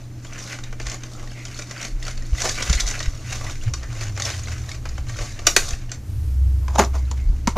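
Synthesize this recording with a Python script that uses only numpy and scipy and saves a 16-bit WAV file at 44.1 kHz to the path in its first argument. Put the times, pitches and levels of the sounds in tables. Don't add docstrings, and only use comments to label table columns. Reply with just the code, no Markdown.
import sys
import numpy as np
from scipy import signal
from scipy.fft import rfft, irfft, next_fast_len
from scipy.io import wavfile
from scipy.ndimage import uniform_filter1d, map_coordinates

SR = 44100
rng = np.random.default_rng(int(sys.argv[2]) if len(sys.argv) > 2 else 0)


def nominal_scale(level):
    x = np.asarray(level, float) / 20
    return 10 ** x


def transcribe(u):
    v = np.clip(np.atleast_2d(u).T, -1, 1)
    q = np.round(v * 32767).astype(np.int16)
    wavfile.write(sys.argv[1], SR, q)


N = 333969
PACK_S = 6.3

# pitch_hz [Hz], width_hz [Hz], level_db [dB]
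TEETH = [(3657, 515, -3.5), (4480, 250, 1.5), (5000, 850, -1.5), (6160, 720, 1.5), (6824, 530, 2.5),
         (7500, 2040, -9.5)]
# pitch_hz [Hz], width_hz [Hz], level_db [dB]
FRAME = [(1520, 275, -1.5), (1990, 237, 2), (2300, 540, -1), (3100, 400, -6.5)]


def unit(x):
    return x / np.sqrt(np.mean(x ** 2) + 1e-20)


def along(points, hz):
    f, v = np.transpose(points)
    return np.interp(np.log(hz + 1), np.log(f + 1), v)


def curves(rows):
    s, *columns = np.transpose(rows)
    t = np.arange(N) / SR
    from_edge = np.minimum(t - s[0], s[-1] - t) / 0.015
    open_start = s[0] < 0.05
    open_end = (s[-1] > 7.5) * (t > s[0] + 0.05)
    inside = np.clip(from_edge + open_start + open_end, 0, 1)
    return [np.interp(t, s, column) for column in columns] + [inside]


def wobble(rate):
    coarse = np.arange(0, N + 64, 64)
    knots = rng.standard_normal(int(N * rate / SR) + 6)
    return np.interp(np.arange(N), coarse, map_coordinates(knots, [coarse * rate / SR]))


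def filtered(x, response):
    m = next_fast_len(N + 8192, real=True)
    return irfft(rfft(x, m) * response(np.fft.rfftfreq(m, 1 / SR)), m)[..., :N]


def noise(spectrum):
    return unit(filtered(rng.standard_normal(N), lambda hz: nominal_scale(along(spectrum, hz))))


def ringing(x, modes):
    def shape(f):
        total = 0
        for k, (centre, width, db) in enumerate(modes):
            damping = 1j * f * width
            total = total + (-1) ** k * nominal_scale(db) * damping / (centre * centre - f * f + damping)
        return total

    mean = np.sqrt(np.mean(abs(shape(np.linspace(1, SR / 2, num=4000))) ** 2))
    return filtered(x, shape) / mean


def rumble():
    # pitch_hz [Hz], level_db [dB per Hz]
    deep = [(8, -14), (20, 18), (45, -2), (65, 1), (100, -67)]
    # pitch_hz [Hz], level_db [dB per Hz]
    upper = [(35, -40), (60, 2.5), (100, 2.5), (125, -7), (170, -26), (260, -50.5)]
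    # time_s [s], level_db [dB]
    shake = [(0, -44.5), (.33, -47), (1.07, -38), (1.82, -40.5), (2.09, -32.5), (3.52, -37), (3.93, -33.5),
             (4.32, -50), (5.01, -35.5), (5.9, -40.5), (6.5, -40), (7.25, -34.5), (7.57, -31)]
    # time_s [s], level_db [dB]
    traffic = [(0, -42), (.33, -47), (1.07, -43.5), (1.82, -50), (2.09, -41.5), (3.52, -33.5),
               (3.93, -37.5), (4.32, -32), (4.63, -33), (5.01, -34.5), (5.9, -39), (6.1, -24.5),
               (7.57, -36)]
    shake_level = nominal_scale(curves(shake)[0] + 4.5 + 4.0 * wobble(8.5))
    traffic_level = nominal_scale(curves(traffic)[0] - 1.5 + 1.7 * wobble(10))
    return shake_level * noise(deep) + traffic_level * noise(upper)


def hiss():
    # pitch_hz [Hz], level_db [dB per Hz]
    air = [(60, -55), (130, -18), (160, -14.5), (220, -14.5), (310, -16), (360, -21.5), (500, -26.5),
           (1000, -33), (2100, -36.5), (3500, -41.5), (6400, -38.5), (8000, -45), (11900, -51.5),
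           (14500, -47)]
    return nominal_scale(-46.5) * noise(air)


def mains_hum():
    # pitch_hz [Hz], level_db [dB]
    mains = [(120.3, -38.5), (166, -83), (312, -57)]
    t = np.arange(N) / SR
    return sum(np.sqrt(2) * nominal_scale(db + 1.5 * wobble(6.7)) * np.sin(2 * np.pi * hz * t) for hz, db in mains)


def tone(rows, flutter_db):
    hz, db, inside = curves(rows)
    level = np.sqrt(2) * nominal_scale(db + flutter_db * wobble(11)) * inside
    return level * np.sin(2 * np.pi * np.cumsum(hz) / SR)


def vehicles():
    # time_s [s], pitch_hz [Hz], level_db [dB]
    slowing = [(3.88, 118, -31.5), (4.478, 79.86, -30), (4.612, 79.7, -39), (4.788, 70.7, -37),
               (5.002, 63.5, -26), (5.08, 63.8, -42)]
    slowing_again = [(5.05, 117.8, -31), (5.546, 86.7, -44), (5.726, 81, -43), (5.8, 83, -35)]
    sinking = [(3.699, 72.9, -24), (3.85, 58.4, -34), (4.0, 44.4, -42), (4.15, 33, -30)]
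    idling = [(5.95, 66.3, -55), (6.15, 66.85, -23), (6.25, 65, -27.5), (6.4, 65.17, -14.5),
              (6.6, 65.12, -21.5), (6.9, 65.1, -21), (7.25, 65.47, -23), (7.57, 67.5, -32)]
    booming = [(6.05, 97.6, -46), (6.07, 97, -56), (6.324, 88, -28.5), (6.904, 91.4, -37),
               (6.95, 87.5, -53)]
    return sum(tone(rows, flutter_db=-0.7) for rows in (slowing, slowing_again, sinking, idling, booming))


def table_bumps():
    # time_s [s], peak_db [dB], pitch_hz [Hz], length_cycles [cycles]
    pushes = [(0.872, -23, 45, 1.8), (1.954, -18, 31, 2.2), (2.335, -7.5, 48.7, 0.86),
              (2.709, -9.5, 59.4, 1.66), (2.705, -16, 148, 1.4), (2.76, -12, 49.4, 1.1),
              (2.851, -18, 41, 2.6), (3.083, -9, 37.2, 0.48), (3.682, -13.5, 110, 3.4),
              (5.212, -20.5, 35, 1.5), (5.737, -13, 38.7, 0.5), (7.292, -9, 38.3, 2.8),
              (7.299, -27.5, 149, 1.6), (7.48, -11.5, 211, 1.9), (7.565, -22.5, 230, 1.45)]
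    t = np.arange(N) / SR
    out = np.zeros(N)
    for s, db, hz, cycles in pushes:
        swell = np.exp(-((t - s) * hz / cycles * 1.78) ** 2)
        out -= nominal_scale(db) * swell * np.cos(2 * np.pi * hz * (t - s))
    return out


def room(x):
    # pitch_hz [Hz], t60_s [s]
    decay = [(200, 0.2), (2000, 0.17), (6000, 0.18), (12000, 0.26)]
    out, hop = np.zeros(N + SR), SR // 3
    for start in range(0, N, hop):
        hz, t, z = signal.stft(rng.standard_normal(hop), SR, nperseg=256)
        dying = z * nominal_scale(-60 * t / along(decay, hz)[:, None])
        tail = signal.istft(dying, SR, nperseg=256)[1]
        wet = signal.fftconvolve(x[start:start + hop], tail / np.linalg.norm(tail))
        out[start + 130:][:len(wet)] += wet
    return out[:N]


def squeaks():
    # start_s [s], end_s [s], pitch_hz [Hz], width_hz [Hz], level_db [dB]
    slides = [
        (1.338, 1.452, 2180, 450, -41.5),
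        (3.812, 3.883, 1780, 400, -42),
        (6.88, 7.079, 2110, 200, -54),
        (7.15, 7.32, 2094, 200, -54),
    ]
    out = np.zeros(N)
    for start, end, hz, width_hz, db in slides:
        span = slice(round(start * SR), round(end * SR))
        size = span.stop - span.start
        band = signal.butter(2, [hz - width_hz / 2, hz + width_hz / 2], "band", fs=SR, output="sos")
        squeak = unit(signal.sosfilt(band, rng.standard_normal(SR // 2))[:size])
        out[span] += nominal_scale(db) * np.sqrt(np.hanning(size)) * squeak
    return out


def effort(rows):
    s, db, swell, fade = np.transpose(rows)[:4, :, None]
    t = np.arange(0, N + 32, 32) / SR
    each = db - 20 * np.maximum((s - t) / swell, (t - s) / fade)
    strongest_db = np.interp(np.arange(N) / SR, t, each.max(axis=0))
    return strongest_db, np.repeat(each.argmax(axis=0), 32)[:N]


def grains(per_s, spread_db):
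    draw = rng.random((int(per_s * N / SR), 4))
    modes = np.vstack([TEETH, FRAME])[:, 0]
    hz = modes[(draw[:, 1] * len(modes)).astype(int)] * (0.86 + 0.083 * draw[:, 2])
    t = np.arange(512) / SR
    size_db = spread_db * -np.log(1.05 - draw[:, 3:])
    rings = nominal_scale(size_db - 60 * t / 0.025) * np.sin(2 * np.pi * hz[:, None] * t)
    rings = rings * np.cos(np.pi / 2 * t / t[-1])
    at = (draw[:, :1] * N).astype(int) + np.arange(len(t))
    return unit(np.bincount(at.ravel(), rings.ravel(), minlength=N)[:N])


def rubbing(level_db, frame_db, hollow_db, per_s, spread_db, tick_s):
    sizes = nominal_scale(spread_db * np.clip(rng.standard_normal((2, N)), -2, 1.6))
    ticks = (rng.random((2, N)) < per_s / SR) * sizes
    chatter = signal.lfilter([1], [1, -np.exp(-1 / (tick_s * SR))], ticks)
    shared = chatter[[0, 0, 1, 1]] + 0.5 * chatter[[1, 1, 0, 0]]
    chatter = np.sqrt(0.73 + unit(shared) ** 2)
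    drive = unit(chatter * rng.standard_normal((4, N))) * nominal_scale(level_db)
    frame = nominal_scale(frame_db - 1.0 + 3.55 * wobble(25))
    hollow = nominal_scale(hollow_db + 3.75 * wobble(18))
    return drive * np.array([np.ones(N), np.full(N, nominal_scale(-15.0)), frame, hollow])


def contacts():
    # time_s [s], peak_db [dB], ring_hz [Hz], body_share_db [dB]
    pawl = [(0.2473, -34, 7000, -4), (0.3322, -29, 5980, -27), (.637, -24, 3700, -11),
            (.814, -28, 4550, -9), (0.8972, -19, 5350, -15), (0.943, -26, 6800, -15),
            (1.034, -25.5, 6200, -5), (1.4514, -21, 5900, -11), (1.5893, -18, 5860, -8),
            (1.8132, -20, 5940, -15), (1.8271, -19.5, 5640, -13), (2.0508, -24, 4440, -10),
            (2.175, -28.5, 4480, -8), (3.326, -18.5, 5940, -5.5), (3.7362, -12.5, 5880, -11.5),
            (4.0086, -26, 4360, -4), (4.0811, -28, 6700, -8), (4.1637, -36, 5200, 3),
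            (4.2522, -12.5, 6070, -32), (4.3007, -18.5, 5940, -6.5), (4.8893, -25.5, 4950, -15),
            (5.468, 5, 5680, -10.5), (5.5634, 5, 4480, -9), (5.7063, -19, 6060, -15),
            (5.7334, -25, 2600, -6), (5.8935, -33, 2880, -12), (5.916, -17, 7400, -12.5)]
    rattle = [(2.349, -27.5, 6100, -3), (2.4026, -14, 5900, -22), (2.4182, -10.5, 5800, -15),
              (2.4518, -14, 4320, -10.5), (2.492, -8.5, 6530, -14), (2.576, -23, 4500, -3),
              (2.6235, -10.5, 5540, -10.5), (2.6968, -10, 5240, -11.5), (2.7281, -7.5, 6970, -13.5),
              (2.799, -9, 5250, -19), (2.804, -5, 5820, -38), (2.8663, -17.5, 5900, -20),
              (2.8761, -15, 6060, -27), (2.9108, -16.5, 6000, -8), (2.991, -20, 4270, -20),
              (3.0025, -17.5, 1890, -5.5), (3.027, -17.5, 3820, -18), (3.0574, -25, 6750, -5)]
    knocks = [(0.3793, -29, 1720, -11), (.523, -22.5, 2310, -22), (.5867, -29, 1430, -6.5),
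              (0.726, -31.5, 1500, -2), (0.7985, -22, 1740, -4.5), (0.8667, -17, 1930, -13),
              (0.9158, -20, 1920, -9), (1.2738, -32, 1860, -7), (1.6209, -22, 2350, -18),
              (1.71, -23, 1990, -9), (1.8487, -18, 2300, -12.5), (2.0262, -20.5, 1950, -24),
              (2.0798, -19.5, 1410, -10), (2.222, -31, 1870, -24), (3.496, -25.5, 1420, -5.5),
              (3.83, -28.5, 1830, -7), (3.927, -28, 1450, -12), (4.1747, -22.5, 1990, -5),
              (4.198, -15.5, 1480, -10), (4.2203, -11, 1950, -25), (4.3413, -24, 1920, -8.5),
              (4.4819, -27, 1430, -4), (4.5195, -23, 1520, -12), (4.6906, -22, 1820, -18),
              (4.7153, -19, 2214, -21), (4.8538, -27, 1520, -0.5), (4.9792, -27, 1500, -4.5),
              (5.0934, -25.5, 1860, -7), (5.1866, -22.5, 1520, -4.5), (5.39, -25, 1850, -5)]
    taps = [
        (6.68, -26, 1650, -7),
        (6.6996, -42, 1560, -5),
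        (6.7535, -28, 6500, -10),
        (6.7814, -20.5, 2170, -2),
        (6.8463, -20, 5830, -26),
        (7.112, -19.5, 7000, -18),
        (7.4722, -7, 1460, -9.5),
    ]
    hollow_over_frame = [-10, -9.5, -6, 4]

    drive, t = np.zeros((5, N + SR)), np.arange(SR // 10) / SR
    life_s = np.array([[0.028], [0.02], [0.038], [0.045], [0.018]])
    shape = (1 - np.exp(-t / 0.00064)) * nominal_scale(-60 * t / life_s)
    for rows, over_db in zip((pawl, rattle, knocks, taps), hollow_over_frame):
        for s, db, hz, frame_db in rows:
            grit = rng.standard_normal((5, len(t)))
            grit[4] = np.sin(2 * np.pi * hz * t)
            shares = np.array([[-4], [-19.0 + 1.35 * db], [frame_db], [frame_db + over_db + 4.5],
                               [-8 - 0.33 * db]])
            drive[:, round(s * SR):][:, :len(t)] += grit * shape * nominal_scale(db + shares)
    return drive[:, :N]


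def winch_and_pack():
    # pitch_hz [Hz], width_hz [Hz], level_db [dB]
    drum = [(230, 42, -6.5), (351, 95, -4), (596, 155, -1), (758, 150, -3), (1152, 140, -3)]
    card = [(230, 81, -5), (400, 42, -3), (670, 270, -3), (1050, 304, -1), (1300, 420, -7.5)]
    edges = [(8400, 1600, -1), (10630, 1400, -1), (12600, 2700, -8)]
    # hardest_s [s], rub_db [dB], swell_s [s per 20 dB], fade_s [s per 20 dB]
    strokes = [(0, -51.5, 0.062, 0.12), (.268, -43, 0.064, 0.076), (.42, -37, 0.12, 0.27),
               (.538, -36, .3, 0.083), (.634, -49, .02, 0.23), (.948, -35, 0.18, 0.037),
               (1.155, -45, 0.45, 0.26), (1.455, -44.5, 0.62, 0.15), (1.6, -40.5, 0.38, 0.16),
               (1.87, -37, .45, 0.077), (2.09, -38.5, 0.14, .12), (2.235, -47.5, .15, .12),
               (2.414, -29, 0.11, 0.75), (2.742, -30, 0.53, 0.13), (2.802, -27.5, 0.08, 0.027),
               (2.864, -31.5, .02, 0.35), (3.33, -34, 0.19, 0.34), (3.52, -37.5, 0.89, .06),
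               (3.625, -39.5, 0.045, 0.13), (3.76, -44, 0.041, .12), (4.0, -40.5, 0.36, 0.045),
               (4.012, -31.5, 0.022, 0.094), (4.26, -30, 0.13, 0.23), (4.5, -40.5, 0.56, 0.43),
               (4.696, -38, 0.068, 0.13), (4.852, -47, .02, .6), (5.088, -38, 0.03, .3),
               (5.24, -34, 0.21, 0.2), (5.66, -30.5, 0.27, 0.16), (5.94, -41.5, 0.066, 0.036)]
    # hardest_s [s], rub_db [dB], swell_s and fade_s [s per 20 dB], card_share_db [dB]
    scuffs = [
        (6.7, -53.5, 0.077, 0.28, 15.5),
        (6.759, -30.5, 0.024, 0.015, 4.5),
        (6.796, -20, 0.022, 0.05, 4.5),
        (6.85, -39, .06, 0.038, 1),
        (6.954, -37.5, 0.02, 0.064, 9),
        (7.1, -52.5, .45, 0.76, -6),
        (7.125, -50, 0.027, 0.11, 12),
        (7.49, -33, 0.0096, 0.05, -8),
        (7.57, -46, 0.029, .1, 24),
    ]
    pack = np.arange(N) > PACK_S * SR
    crank_db = effort(strokes)[0]
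    scuff_db, scuff = effort(scuffs)
    rub_db = np.maximum(crank_db, scuff_db)

    hard = np.clip(crank_db + 39, -14, 20)
    card_db = uniform_filter1d(np.array(scuffs)[scuff, -1], size=400)
    frame_db = np.where(pack, -1.5, -1.5 - 0.16 * hard)
    hollow_db = np.where(pack, card_db, -4.5 - 0.24 * hard)

    *struck, rings = contacts()
    rubbed = rubbing(rub_db, frame_db, hollow_db, per_s=170, spread_db=8.5, tick_s=0.0041)
    teeth, sheen, frame, hollow = struck + rubbed
    body = ringing(hollow * ~pack, drum) + ringing(hollow * pack, card)
    ticks = nominal_scale(rub_db - 4.5) * grains(per_s=130, spread_db=6.5)
    return ringing(teeth, TEETH) + ringing(sheen, edges) + ringing(frame, FRAME) + body + rings + ticks


def scene():
    background = rumble() + vehicles() + mains_hum() + hiss()
    near = winch_and_pack() + squeaks()
    wet_db = np.where(np.arange(N) > PACK_S * SR, -5, 0)
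    reflected = room(near * nominal_scale(wet_db))
    mix = nominal_scale(-2.5) * near + nominal_scale(-8.5) * reflected + table_bumps() + background
    return np.tile(mix, (2, 1))


def roll_off(x):
    return signal.sosfilt(signal.butter(12, 15610, fs=SR, output="sos"), x)


def record(dry):
    # pitch_hz [Hz], share [0-1]
    width = [(3000, 0), (4000, .1), (5200, 0.2), (6500, 0.5), (9000, 1), (12000, 1), (14500, 1)]
    mid = dry[0] / (1 + abs(dry[0] / 0.99) ** 6) ** (1 / 6)
    hz, _, z = signal.stft(mid, SR, nperseg=256)
    blocks = rng.standard_normal((33, z.shape[1] // 8 + 1))
    blocks = unit(uniform_filter1d(uniform_filter1d(blocks, 2, 0), 2, 1))
    chance = np.kron(1 / (1 + np.exp(-1.7 * blocks)), np.ones((4, 8)))[:len(hz), :z.shape[1]]
    power = np.sum(abs(z[hz > 3000]) ** 2, axis=0)
    steady = power < 4 * uniform_filter1d(power, 24)
    differs = (chance < along(width, hz)[:, None]) * steady
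    scrambled = z * differs * np.exp(2j * np.pi * rng.random(z.shape))
    side = nominal_scale(-4.5) * signal.istft(scrambled, SR, nperseg=256)[1][:N]
    both = np.array([mid + side, mid - side])
    finished = filtered(both, lambda f: nominal_scale(np.interp(f, [14200, 14600], [0, -42])))
    return roll_off(finished)


dry = scene()
out = record(dry)
transcribe(out)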